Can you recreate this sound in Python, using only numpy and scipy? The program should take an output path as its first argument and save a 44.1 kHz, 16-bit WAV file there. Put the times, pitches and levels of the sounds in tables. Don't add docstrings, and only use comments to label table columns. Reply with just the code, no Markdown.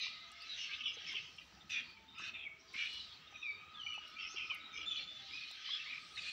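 import sys
import numpy as np
from scipy import signal
from scipy.fft import rfft, irfft, next_fast_len
from scipy.io import wavfile

SR = 44100
rng = np.random.default_rng(int(sys.argv[2]) if len(sys.argv) > 2 else 0)


def makeup_ratio(level_db):
    decades = np.asarray(level_db, float) / 20
    return 10 ** decades


def wrap_up_sound(samples):
    columns = np.atleast_2d(samples).T
    tamed = np.clip(columns, -1, 1)
    steps = np.round(tamed * 32767).astype(np.int16)
    wavfile.write(sys.argv[1], SR, steps)


N = 278698


def rms_one(x):
    return x / np.sqrt(np.mean(np.abs(x) ** 2) + 1e-20)


def add(out, start, x):
    out[start:start + len(x)] += x[:N - start]


def band(x, low_hz, high_hz, order=2):
    sos = signal.butter(order, [low_hz, high_hz], "band", fs=SR, output="sos")
    return signal.sosfilt(sos, x)


def drift(rate):
    knots_per_s = 40
    knots = rng.standard_normal(int(N / SR * knots_per_s) + 4)
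    slow = rms_one(signal.lfilter([1], [1, -np.exp(-rate / 20)], knots))
    return np.interp(np.arange(N) / SR * knots_per_s, np.arange(len(slow)), slow)


def in_time(rows, fade_s=.009):
    s, *columns = np.transpose(rows)
    start = max(round(s[0] * SR), 0)
    t = np.arange(start, min(round(s[-1] * SR), N)) / SR
    fade_in = t - s[0] + (s[0] < .005)
    fade_out = s[-1] - t + (s[-1] > 6.3)
    gate = np.clip(np.minimum(fade_in, fade_out) / fade_s, 0, 1)
    return start, gate, [np.interp(t, s, c) for c in columns]


def call(s, length_s, from_hz, to_hz, db, peak, rise_db, fall_db):
    peak = np.clip(peak, .05, .95)
    peak_hz = from_hz + peak * (to_hz - from_hz)
    return in_time([(s, from_hz, db - rise_db, 0),
                    (s + peak * length_s, peak_hz, db, peak),
                    (s + length_s, to_hz, db - fall_db, 1)])


def syrinx(hz, partials, rasp_hz, rough, throb, wobble=0.0098, flutter=0):
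    luck = rng.standard_normal((len(partials) + 1, 2, 600))
    knots, t = np.arange(600), np.arange(len(hz)) / SR
    uneven = np.interp(t * 150, knots, luck[-1, 0])
    waver = np.interp(t * 60, knots, luck[-1, 1])
    turns = np.cumsum(hz * (1 + wobble * waver)) / SR
    cycles = np.cumsum(rasp_hz * np.exp(0.22 * uneven)) / SR
    turns = turns + flutter * np.sin(2 * np.pi * cycles) / (2 * np.pi)
    pulse = 1 + np.clip(throb, 0, 1) * np.cos(2 * np.pi * cycles)
    out = 0
    for k, ((multiple, db), (a, b)) in enumerate(zip(partials, luck)):
        share = np.clip(rough + 0.22 * k, 0, 1)
        chance = np.interp(cycles * (1 + .2 * k), knots, a + 1j * b)
        chance = chance / (1 + .4 * np.abs(chance))
        steady_and_rough = np.sqrt(1 - share) + np.sqrt(share) * rms_one(chance)
        tone = rms_one(pulse * steady_and_rough)
        out = out + makeup_ratio(db) * np.sqrt(2) * np.real(tone * np.exp(2j * np.pi * multiple * turns))
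    return out


# (pitch [Hz], level per Hz [dB])
AIR_COLOUR = [(25, -36), (62, 3), (120, 0), (330, -3.5), (520, -10), (1000, -7.5), (1800, -4.5),
              (3000, -10), (5000, -20.5), (7200, -19), (9000, -38), (13800, -34), (15000, -26.5),
              (15700, -22.5)]
# (time [s], level [dB])
BREEZE = [(0.0, -73), (0.54, -75), (1.21, -71), (1.71, -71), (1.92, -73), (2.38, -72), (2.76, -74),
          (4.43, -72), (5.61, -74), (5.76, -77), (6.09, -73), (6.32, -73)]


def air():
    size = next_fast_len(N)
    hz = np.fft.rfftfreq(size, 1 / SR) + 1
    colour_hz, colour_db = np.transpose(AIR_COLOUR)
    colour = makeup_ratio(np.interp(np.log(hz), np.log(colour_hz), colour_db))
    hush = rfft(rng.standard_normal(size)) * colour
    edges, gust = [0, *np.geomspace(60, 1100, 14), SR], drift(5)
    bands = [irfft(hush * ((hz > low) & (hz <= high)), size)[:N] for low, high in zip(edges, edges[1:])]
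    lumpy = sum(b * makeup_ratio(4.7 * drift(18.4) + 1.6 * gust) for b in bands[:-1])
    breeze_db = np.interp(np.arange(N) / SR, *np.transpose(BREEZE))
    lumpy = lumpy * makeup_ratio(breeze_db - breeze_db.mean())
    smooth = bands[-1] * makeup_ratio(1.1 * gust)
    return makeup_ratio(-66.5) * rms_one(lumpy + smooth)


# (time [s], pitch [Hz], level [dB])
DRONE = [(0.0, 1263, -65.5), (0.49, 1273, -62.5), (0.53, 1263, -86), (0.7, 1233, -62.5),
         (1.49, 1254, -76.5), (1.74, 1298, -66.5), (2.11, 1269, -84), (2.18, 1296, -55.5),
         (2.48, 1275, -77), (3.61, 1238, -67), (3.62, 1259, -60.5), (4.96, 1291, -61.5),
         (5.09, 1267, -72.5), (6.14, 1250, -63), (6.32, 1248, -69)]
# (time [s], length [s], pitch [Hz], level [dB])
COOS = [
    (0.093, 0.62, 683, -75.5),
    (1.8, 0.44, 888, -73),
    (2.107, 0.72, 654, -76.5),
    (4.25, 1.02, 304.6, -75.5),
    (4.762, 0.21, 665, -77),
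    (5.145, 0.2, 795, -71),
    (2.6, 0.19, 1064, -70),
    (3.75, 1.5, 1470, -69),
    (3.75, .08, 1650, -66),
]


def drone():
    out = np.zeros(N)
    _, _, (hz, db) = in_time(DRONE)
    white = rng.standard_normal((2, N))
    blur = signal.sosfilt(signal.butter(2, 40, fs=SR, output="sos"), white[0] + 1j * white[1])
    note = np.real(blur[:len(hz)] * np.exp(2j * np.pi * np.cumsum(hz) / SR))
    add(out, 0, makeup_ratio(db) * rms_one(note))
    for s, length_s, hz, db in COOS:
        swell = np.sqrt(np.hanning(round(length_s * SR)))
        coo = syrinx(hz + 0 * swell, [(1, db)], rasp_hz=25, rough=1.0, throb=0)
        add(out, round(s * SR), swell * coo)
    return out


# (time [s], chatter level [dB], lean to the high voices [dB per octave])
FLOCK = [(0.0, -67.5, 0), (.4, -63, -1.5), (.58, -53.5, 2), (.9, -65.5, -3), (1.1, -53.5, -4.5),
         (1.41, -72.5, 8.5), (2.159, -76.5, -2.5), (2.5, -83, 3.5), (2.801, -65, 10.5), (3.3, -69.5, -5),
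         (3.48, -72.5, -2.5), (3.7, -71.5, -5), (4.12, -64.5, -2), (4.5, -64.5, 5), (4.66, -69, -10.5),
         (5.25, -64, -3), (5.77, -55, -2), (6.09, -63, 0.5)]
# (pitch [Hz], level [dB])
FLOCK_TILT = [(1500, -7), (2000, -0.5), (3000, 7.5), (4500, 2.5), (6200, -0.5), (7300, -3.5), (8500, -6.5),
              (11000, -13.5)]
# (time [s], length [s], middle pitch [Hz], peak level [dB])
SURGES = [(0.018, 0.37, 4030, -50), (.631, 0.083, 5510, -63), (.741, 0.078, 3350, -50),
          (1.101, 0.23, 3330, -64), (1.847, 0.22, 4200, -61), (2.966, 0.37, 3880, -49.5),
          (4.953, 0.33, 3700, -57), (5.36, 0.43, 3830, -51.5), (5.851, 0.37, 3810, -54.5),
          (6.284, 0.25, 4280, -51.5), (1.4, .3, 5600, -68), (2.79, .12, 5600, -60), (1.411, .31, 7800, -78),
          (2.94, 0.29, 7710, -69), (4.101, .21, 7710, -80), (5.491, .26, 7710, -74),
          (6.251, 0.45, 7710, -60)]


def far_flock():
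    middle_hz, top_hz, above_db_per_oct = 3700, 5764, -57
    surge_octaves = .35
    t = np.arange(0, N / SR + .01, .005)
    s, chatter_db, lean_db = np.transpose(FLOCK)
    chatter_db, lean_db = np.interp(t, s, chatter_db), np.interp(t, s, lean_db)
    out, white = np.zeros(N), rng.standard_normal((2, N))
    edges = np.geomspace(1450, 11000, 46)
    for k, (low_hz, high_hz) in enumerate(zip(edges, edges[1:])):
        octaves = np.log2(np.clip(low_hz, 2400, top_hz) / middle_hz)
        above_db = above_db_per_oct * max(np.log2(low_hz / top_hz), 0)
        power = makeup_ratio(chatter_db + lean_db * octaves + above_db) ** 2
        for s, length_s, hz, db in SURGES:
            off_pitch_db = 10 * abs(np.log2(low_hz / hz)) / surge_octaves
            power = power + makeup_ratio(db - 33 * ((t - s) / length_s) ** 2 - off_pitch_db) ** 2
        tilt_db = np.interp(low_hz, *np.transpose(FLOCK_TILT)) - 12.0
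        gain = np.interp(np.arange(N) / SR, t, np.sqrt(power)) * makeup_ratio(tilt_db)
        voice = rms_one(band(white[k % 2], low_hz, high_hz))
        out += gain * voice * makeup_ratio(4.0 * drift(17) - 1.5)
    return out


# (time [s], length [s], peak level [dB])
RUSTLES = [
    (.43, .03, -84),
    (1.3, .1, -88),
    (1.44, .12, -86),
    (1.71, .05, -82),
    (2.28, .04, -84),
    (2.94, .05, -82),
    (4.09, .05, -83),
    (5.52, .15, -86),
]


def leaves():
    t = np.arange(N) / SR
    swell = sum(makeup_ratio(db - 33 * ((t - s) / length_s) ** 2) for s, length_s, db in RUSTLES)
    return swell * rms_one(band(rng.standard_normal(N), 8600, 15700))


# (time [s], peak level [dB], pitch [Hz], time to die by 60 dB [s], duller body re peak [dB])
TICKS = [(0.2029, -98, 7600, 0.018, 27), (0.317, -54.5, 7900, 0.028, -6), (0.4215, -70, 8600, 0.018, 12),
         (1.126, -69, 7600, 0.02, 9), (1.3653, -64, 7590, 0.015, -6), (1.816, -76, 7590, 0.02, 4),
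         (1.9036, -79, 7650, 0.02, 6), (2.184, -69, 7610, 0.02, 8), (2.2796, -70, 7740, 0.017, 8),
         (2.7335, -74, 7400, 0.017, 15), (2.7538, -75, 7400, 0.017, 10), (2.8536, -62.5, 7750, 0.025, -4),
         (2.9349, -62, 8770, 0.019, -5), (3.0696, -95, 8130, 0.017, 19), (3.942, -60, 9100, 0.0076, -9),
         (4.0794, -69, 7700, 0.017, 8), (4.5463, -50, 10900, 0.028, -17), (5.5123, -53.5, 7490, 0.019, -1)]


def grass_ticks():
    out, t = np.zeros(N), np.arange(SR // 12) / SR
    for s, db, hz, t60, body_db in TICKS:
        burst = rng.standard_normal(len(t)) * makeup_ratio(-60 * t / t60)
        bright = band(burst, 0.83 * hz, min(1.13 * hz, 16000)) + .35 * band(burst, 14000, 15800)
        body = band(burst, 2500, 11000)
        tick = bright / abs(bright).max() + makeup_ratio(body_db) * body / abs(body).max()
        add(out, round(s * SR), makeup_ratio(db) * tick)
    return out


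# (time [s], peak level [dB], pitch [Hz], time to die by 60 dB [s])
KNOCKS = [(0.067, -44.5, 1060, 0.016), (.88, -59, 443, 0.029), (0.97, -50.5, 464, 0.052),
          (1.137, -52.5, 1050, 0.049), (2.198, -43, 1140, 0.018), (2.221, -56, 316, 0.046),
          (2.755, -49.5, 210, 0.024), (3.325, -55, 801, 0.045), (3.85, -64, 815, 0.21),
          (3.978, -42.5, 850, 0.026), (4.344, -51, 380, 0.048), (4.515, -41.5, 1110, 0.027),
          (4.787, -53, 420, 0.028), (5.511, -47.5, 810, 0.0086), (5.69, -47.5, 1100, 0.043)]


def bottle_knocks():
    out, t = np.zeros(N), np.arange(SR // 12) / SR
    for s, db, hz, t60 in KNOCKS:
        attack = np.minimum(t / 0.00085, 1)
        add(out, round(s * SR), makeup_ratio(db - 60 * t / t60) * attack * np.sin(2 * np.pi * hz * t))
    return out


# (time [s], pitch [Hz], level [dB])
FLAT_WHISTLE = [
    (2.775, 2865, -63),
    (2.789, 2894, -47.5),
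    (3.005, 2936, -51.5),
    (3.02, 2950, -49),
]
# (time [s], pitch [Hz], level [dB])
FALLING_WHISTLE = [
    (3.415, 2600, -54),
    (3.445, 2480, -45),
    (3.48, 2320, -42),
    (3.515, 2280, -43),
    (3.53, 2270, -54),
]
# (time [s], pitch [Hz], level [dB])
LONG_WHISTLE = [
    (3.735, 3686, -62),
    (3.771, 3407, -53.5),
    (3.825, 2954, -47.5),
    (3.913, 2946, -46.5),
    (4.01, 2894, -52),
]
# (time [s], pitch [Hz], level [dB])
HIGH_WHISTLE = [
    (4.855, 3424, -42),
    (4.87, 3538, -42.5),
    (4.895, 3530, -38),
    (4.94, 3390, -47),
    (5.0, 3440, -48.5),
    (5.1, 3520, -54),
    (5.22, 3440, -57),
]
# (time [s], mean pitch [Hz], level [dB], pitch swing [Hz])
TRILL = [
    (5.635, 3250, -60, 250),
    (5.65, 3250, -47, 280),
    (5.7, 3330, -45.5, 230),
    (5.74, 3450, -43, 130),
    (5.775, 3330, -44.5, 130),
    (5.79, 3150, -60, 150),
]


def whistles():
    out = np.zeros(N)
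    birds = [(FLAT_WHISTLE, -30, -25, .05), (FALLING_WHISTLE, -40, -30, .12),
             (LONG_WHISTLE, -21, -19, .45), (HIGH_WHISTLE, -34, -25, .4)]
    for rows, third_db, fourth_db, rough in birds:
        start, gate, (hz, db) = in_time(rows)
        open_db = db - 0.05 * (hz - np.median(hz)).clip(0)
        partials = [(2, db), (3, open_db + third_db), (4, open_db + fourth_db)]
        tone = syrinx(hz / 2, partials, rasp_hz=119.9, rough=rough, throb=0.32, wobble=0.012 * rough)
        add(out, start, gate * tone)
    return out


def trill():
    out, trill_hz = np.zeros(N), 67.3
    start, gate, (hz, db, swing_hz) = in_time(TRILL)
    beat = np.cos(2 * np.pi * trill_hz * (np.arange(len(hz)) / SR - .013))
    db = db + 3 * beat
    partials = [(2, db), (3, db - 11)]
    tone = syrinx((hz - swing_hz * beat) / 2, partials, rasp_hz=200, rough=.25, throb=.1, wobble=.008)
    add(out, start, gate * tone)
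    return out


# (time [s], length [s], pitch [Hz], peak level [dB], loudest at [share of length])
CHIRPS = [(2.078, .11, 3670, -58.5, .9), (3.27, 0.027, 3660, -55.5, 0.43), (3.339, 0.26, 3710, -56.5, 0.38),
          (3.585, 0.2, 3800, -66.5, 0.68), (4.593, 0.13, 3820, -55, .5), (4.7, 0.073, 3600, -57, .5),
          (6.165, .055, 3750, -49, 0.5), (3.335, 0.039, 2483, -51.5, 0.68), (3.857, .03, 2330, -43, .4),
          (3.912, .03, 2325, -48, 0.23), (5.79, 0.04, 2680, -44.5, 0.4)]


def chirps():
    out = np.zeros(N)
    for s, length_s, hz, db, peak in CHIRPS:
        start, gate, (hz, db, _) = call(s, length_s, hz, hz, db, peak, rise_db=4.5, fall_db=11)
        add(out, start, gate * syrinx(hz, [(1, db)], rasp_hz=170, rough=.7, throb=.3))
    return out


# (time [s], length [s], from [Hz], to [Hz], peak level [dB])
FADING_SLIDES = [(2.334, .045, 3600, 3560, -49), (.675, .09, 1620, 1580, -55),
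                 (4.494, 0.078, 2580, 2060, -39), (4.495, .065, 3100, 2660, -42),
                 (3.56, .21, 2490, 2520, -59), (4.005, .15, 2890, 2860, -55), (1.825, .1, 2400, 2300, -60),
                 (1.96, .07, 2300, 2300, -60), (2.485, .14, 2260, 2220, -58), (3.525, .06, 2400, 2350, -54),
                 (.085, .07, 2450, 2400, -54)]
# (time [s], length [s], from [Hz], to [Hz], peak level [dB])
ARCHED_SLIDES = [(.416, .044, 2690, 2610, -49), (.456, .112, 4120, 3660, -48), (.69, .06, 2100, 2500, -47),
                 (1.065, .08, 2220, 2150, -48), (2.385, .085, 3340, 3180, -57), (.11, .19, 2110, 2060, -60),
                 (4.725, .125, 2310, 2360, -48), (5.305, .06, 2250, 2560, -47),
                 (5.355, .1, 2560, 2450, -46.5), (.59, .1, 2900, 2800, -45), (4.15, .06, 2250, 2550, -52),
                 (4.56, .07, 2200, 2350, -53), (4.385, .085, 2750, 2350, -47), (.33, .075, 2150, 2120, -59),
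                 (3.475, .13, 4650, 4550, -64), (3.42, .03, 3550, 3450, -56)]
# (time [s], length [s], from [Hz], to [Hz], peak level [dB])
SWELLING_SLIDES = [
    (3.928, 0.045, 2880, 2520, -47),
    (3.416, 0.026, 2750, 2550, -46.5),
    (4.901, .135, 2530, 2340, -53.5),
    (4.365, .105, 2400, 2420, -49.5),
    (2.44, 0.0445, 2560, 2120, -44),
]
# (loudest at [share of length], start under the peak [dB], end under the peak [dB])
FADING, ARCHED, SWELLING = (.18, 6, 15), (.4, 7.5, 8), (.7, 8, 3)


def slides():
    out = np.zeros(N)
    for rows, shape in [(FADING_SLIDES, FADING), (ARCHED_SLIDES, ARCHED), (SWELLING_SLIDES, SWELLING)]:
        for row in rows:
            start, gate, (hz, db, _) = call(*row, *shape)
            add(out, start, gate * syrinx(hz, [(1, db)], rasp_hz=170, rough=.55, throb=.3, wobble=.014))
    return out


# (time [s], length [s], from [Hz], to [Hz], peak level [dB])
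CRIES = [(0.0, 0.078, 6250, 6100, -55.5), (5.647, .14, 4060, 4050, -51), (5.44, .13, 4000, 3950, -55),
         (5.65, .1, 1900, 2300, -55), (0.0, .075, 3950, 3850, -42), (.06, .24, 3900, 3850, -55),
         (0.0, .09, 3000, 2900, -52), (4.965, .1, 4300, 4200, -55), (2.189, 0.12, 1599, 1540, -56.5),
         (2.335, 0.053, 2595, 2500, -46), (2.384, 0.078, 2590, 2557, -47), (5.85, .055, 2050, 2380, -48),
         (5.885, .11, 2380, 2420, -44), (0.58, 0.1, 5450, 5440, -53), (.56, .11, 6150, 6150, -57),
         (0.401, 0.04, 4300, 4990, -50.5), (0.854, 0.11, 5340, 4930, -57.5), (1.06, 0.08, 5280, 5330, -51),
         (3.3, 0.2, 5950, 5600, -68), (4.203, 0.17, 5340, 5410, -55), (4.283, 0.069, 5680, 6640, -53.5),
         (4.338, 0.094, 5440, 5180, -58.5), (4.723, 0.1, 6240, 6080, -60), (4.96, 0.035, 4600, 3750, -46.5),
         (4.988, 0.069, 4120, 4270, -51.5), (5.32, 0.06, 4950, 5050, -54), (6.165, 0.027, 1700, 2800, -46)]
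# (time [s], length [s], from [Hz], to [Hz], peak level [dB])
MORE_CRIES = [(.72, .055, 3100, 3850, -49), (.5, .075, 3850, 3800, -50), (2.675, .04, 4650, 4700, -62),
              (2.585, .05, 5500, 5550, -65), (4.73, .12, 5250, 5000, -59), (2.255, .06, 4450, 4500, -58),
              (2.2, .11, 5450, 5600, -59), (1.6, .035, 3600, 3500, -58), (1.805, .03, 3250, 3150, -51),
              (1.83, .12, 4550, 4450, -61), (2.36, .095, 3500, 3250, -54), (6.145, .04, 4200, 4100, -52),
              (1.7, .085, 3600, 3500, -47), (1.7, .065, 5900, 5750, -52), (.925, .04, 6200, 6250, -57),
              (.96, .07, 3250, 3250, -54), (0.0, .1, 5100, 4900, -54), (4.44, .09, 5300, 5150, -60)]


def cries():
    out = np.zeros(N)
    for row in CRIES + MORE_CRIES:
        start, gate, (hz, db, _) = call(*row, *ARCHED)
        add(out, start, gate * syrinx(hz, [(1, db)], rasp_hz=380, rough=.9, throb=.4, wobble=.015))
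    return out


# (time [s], length [s], second partial [Hz], peak level [dB], sag [share of pitch])
CAWS = [
    (1.693, 0.125, 2540, -39.5, 0.05),
    (2.178, 0.13, 2618, -45, 0.026),
    (2.735, .15, 2280, -41.5, -0.09),
    (6.17, 0.035, 2600, -43, 0.03),
    (6.215, .1, 2560, -45.5, .02),
]


def caws():
    out = np.zeros(N)
    for s, length_s, hz, db, sag in CAWS:
        start, gate, (hz, db, done) = call(s, length_s, hz, hz * (1 - sag), db, peak=.6, rise_db=6.5, fall_db=5)
        top_db = db - 13 - 11 * done
        partials = [(2, db), (2.8, db - 8), (1.2, db - 21.5), (1.55, db - 17), (1.55, db - 17),
                    (3.75, top_db - 1), (4.7, top_db), (5.7, top_db - 15)]
        caw = syrinx(hz / 2, partials, rasp_hz=340, rough=.6, throb=.3, wobble=.03, flutter=.25)
        add(out, start, gate * caw)
    return out


# (time [s], length [s], pitch [Hz], peak level [dB], loudest at [share of length])
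RASPS = [ (0.0, 0.092, 2428, -41.5, 0.55), (.57, .125, 2780, -45, 0.65), (.7, 0.075, 2650, -46, 0.48),
         (.785, 0.045, 2800, -43.5, 0.53), (.834, 0.097, 2850, -37, 0.3), (1.0, 0.035, 2910, -53, 0.67),
         (1.06, 0.09, 3200, -49, 0.6), (1.146, 0.073, 2720, -39.5, .15), (1.377, 0.03, 2700, -49, 0.4),
         (2.144, 0.062, 2506, -54, 0.6), (1.23, .07, 2700, -54, .3), (1.405, .04, 2400, -58, .3),
         (4.18, 0.115, 2650, -43, 0.55), (4.357, 0.11, 2680, -41, 0.12), (4.755, 0.05, 2850, -47, 0.5),
         (4.805, 0.055, 2800, -44, 0.2), (4.895, .14, 2950, -44.5, 0.49)]


def rasps():
    out, sag = np.zeros(N), .1
    for s, length_s, hz, db, peak in RASPS:
        from_hz, to_hz = hz * (1 + sag / 2), hz * (1 - sag / 2)
        start, gate, (hz, db, _) = call(s, length_s, from_hz, to_hz, db, peak, rise_db=6, fall_db=10)
        rasp = syrinx(hz, [(1, db)], rasp_hz=420, rough=.45, throb=.3, wobble=.03, flutter=1.0)
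        rasp = band(rasp, .73 * hz.mean(), 1.27 * hz.mean(), order=4)
        octave_db = -64 + .33 * (db + 42.5)
        octave = syrinx(hz, [(1.95, octave_db)], rasp_hz=420, rough=.8, throb=.3, wobble=.03)
        add(out, start, gate * (rasp + octave))
    return out


def scrub(x):
    t60_s, tail_db = 0.45, -14
    t = np.arange(SR) / SR
    tail = band(rng.standard_normal(SR), 900, 4200, order=1) * makeup_ratio(-60 * t / t60_s) * (t > .008)
    return x + makeup_ratio(tail_db) * signal.fftconvolve(x, tail / np.sqrt(np.sum(tail ** 2)))[:N]


def scene():
    background = air() + drone() + far_flock()
    close_by = leaves() + grass_ticks() + bottle_knocks()
    near_birds = whistles() + trill() + chirps() + slides() + cries() + caws() + rasps()
    return (background + close_by + scrub(near_birds))[None]


def roll_off(x):
    return signal.sosfilt(signal.butter(12, 16860, fs=SR, output="sos"), x)


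def record(dry):
    notch_hz, width_hz, depth, cutoff_hz = 6620, 350, .75, 15700
    x = dry - depth * signal.lfilter(*signal.iirpeak(notch_hz, notch_hz / width_hz, fs=SR), dry)
    x = signal.sosfilt(signal.ellip(12, .5, 70, cutoff_hz, fs=SR, output="sos"), x)
    return roll_off(x)


dry = scene()
out = record(dry)
wrap_up_sound(out)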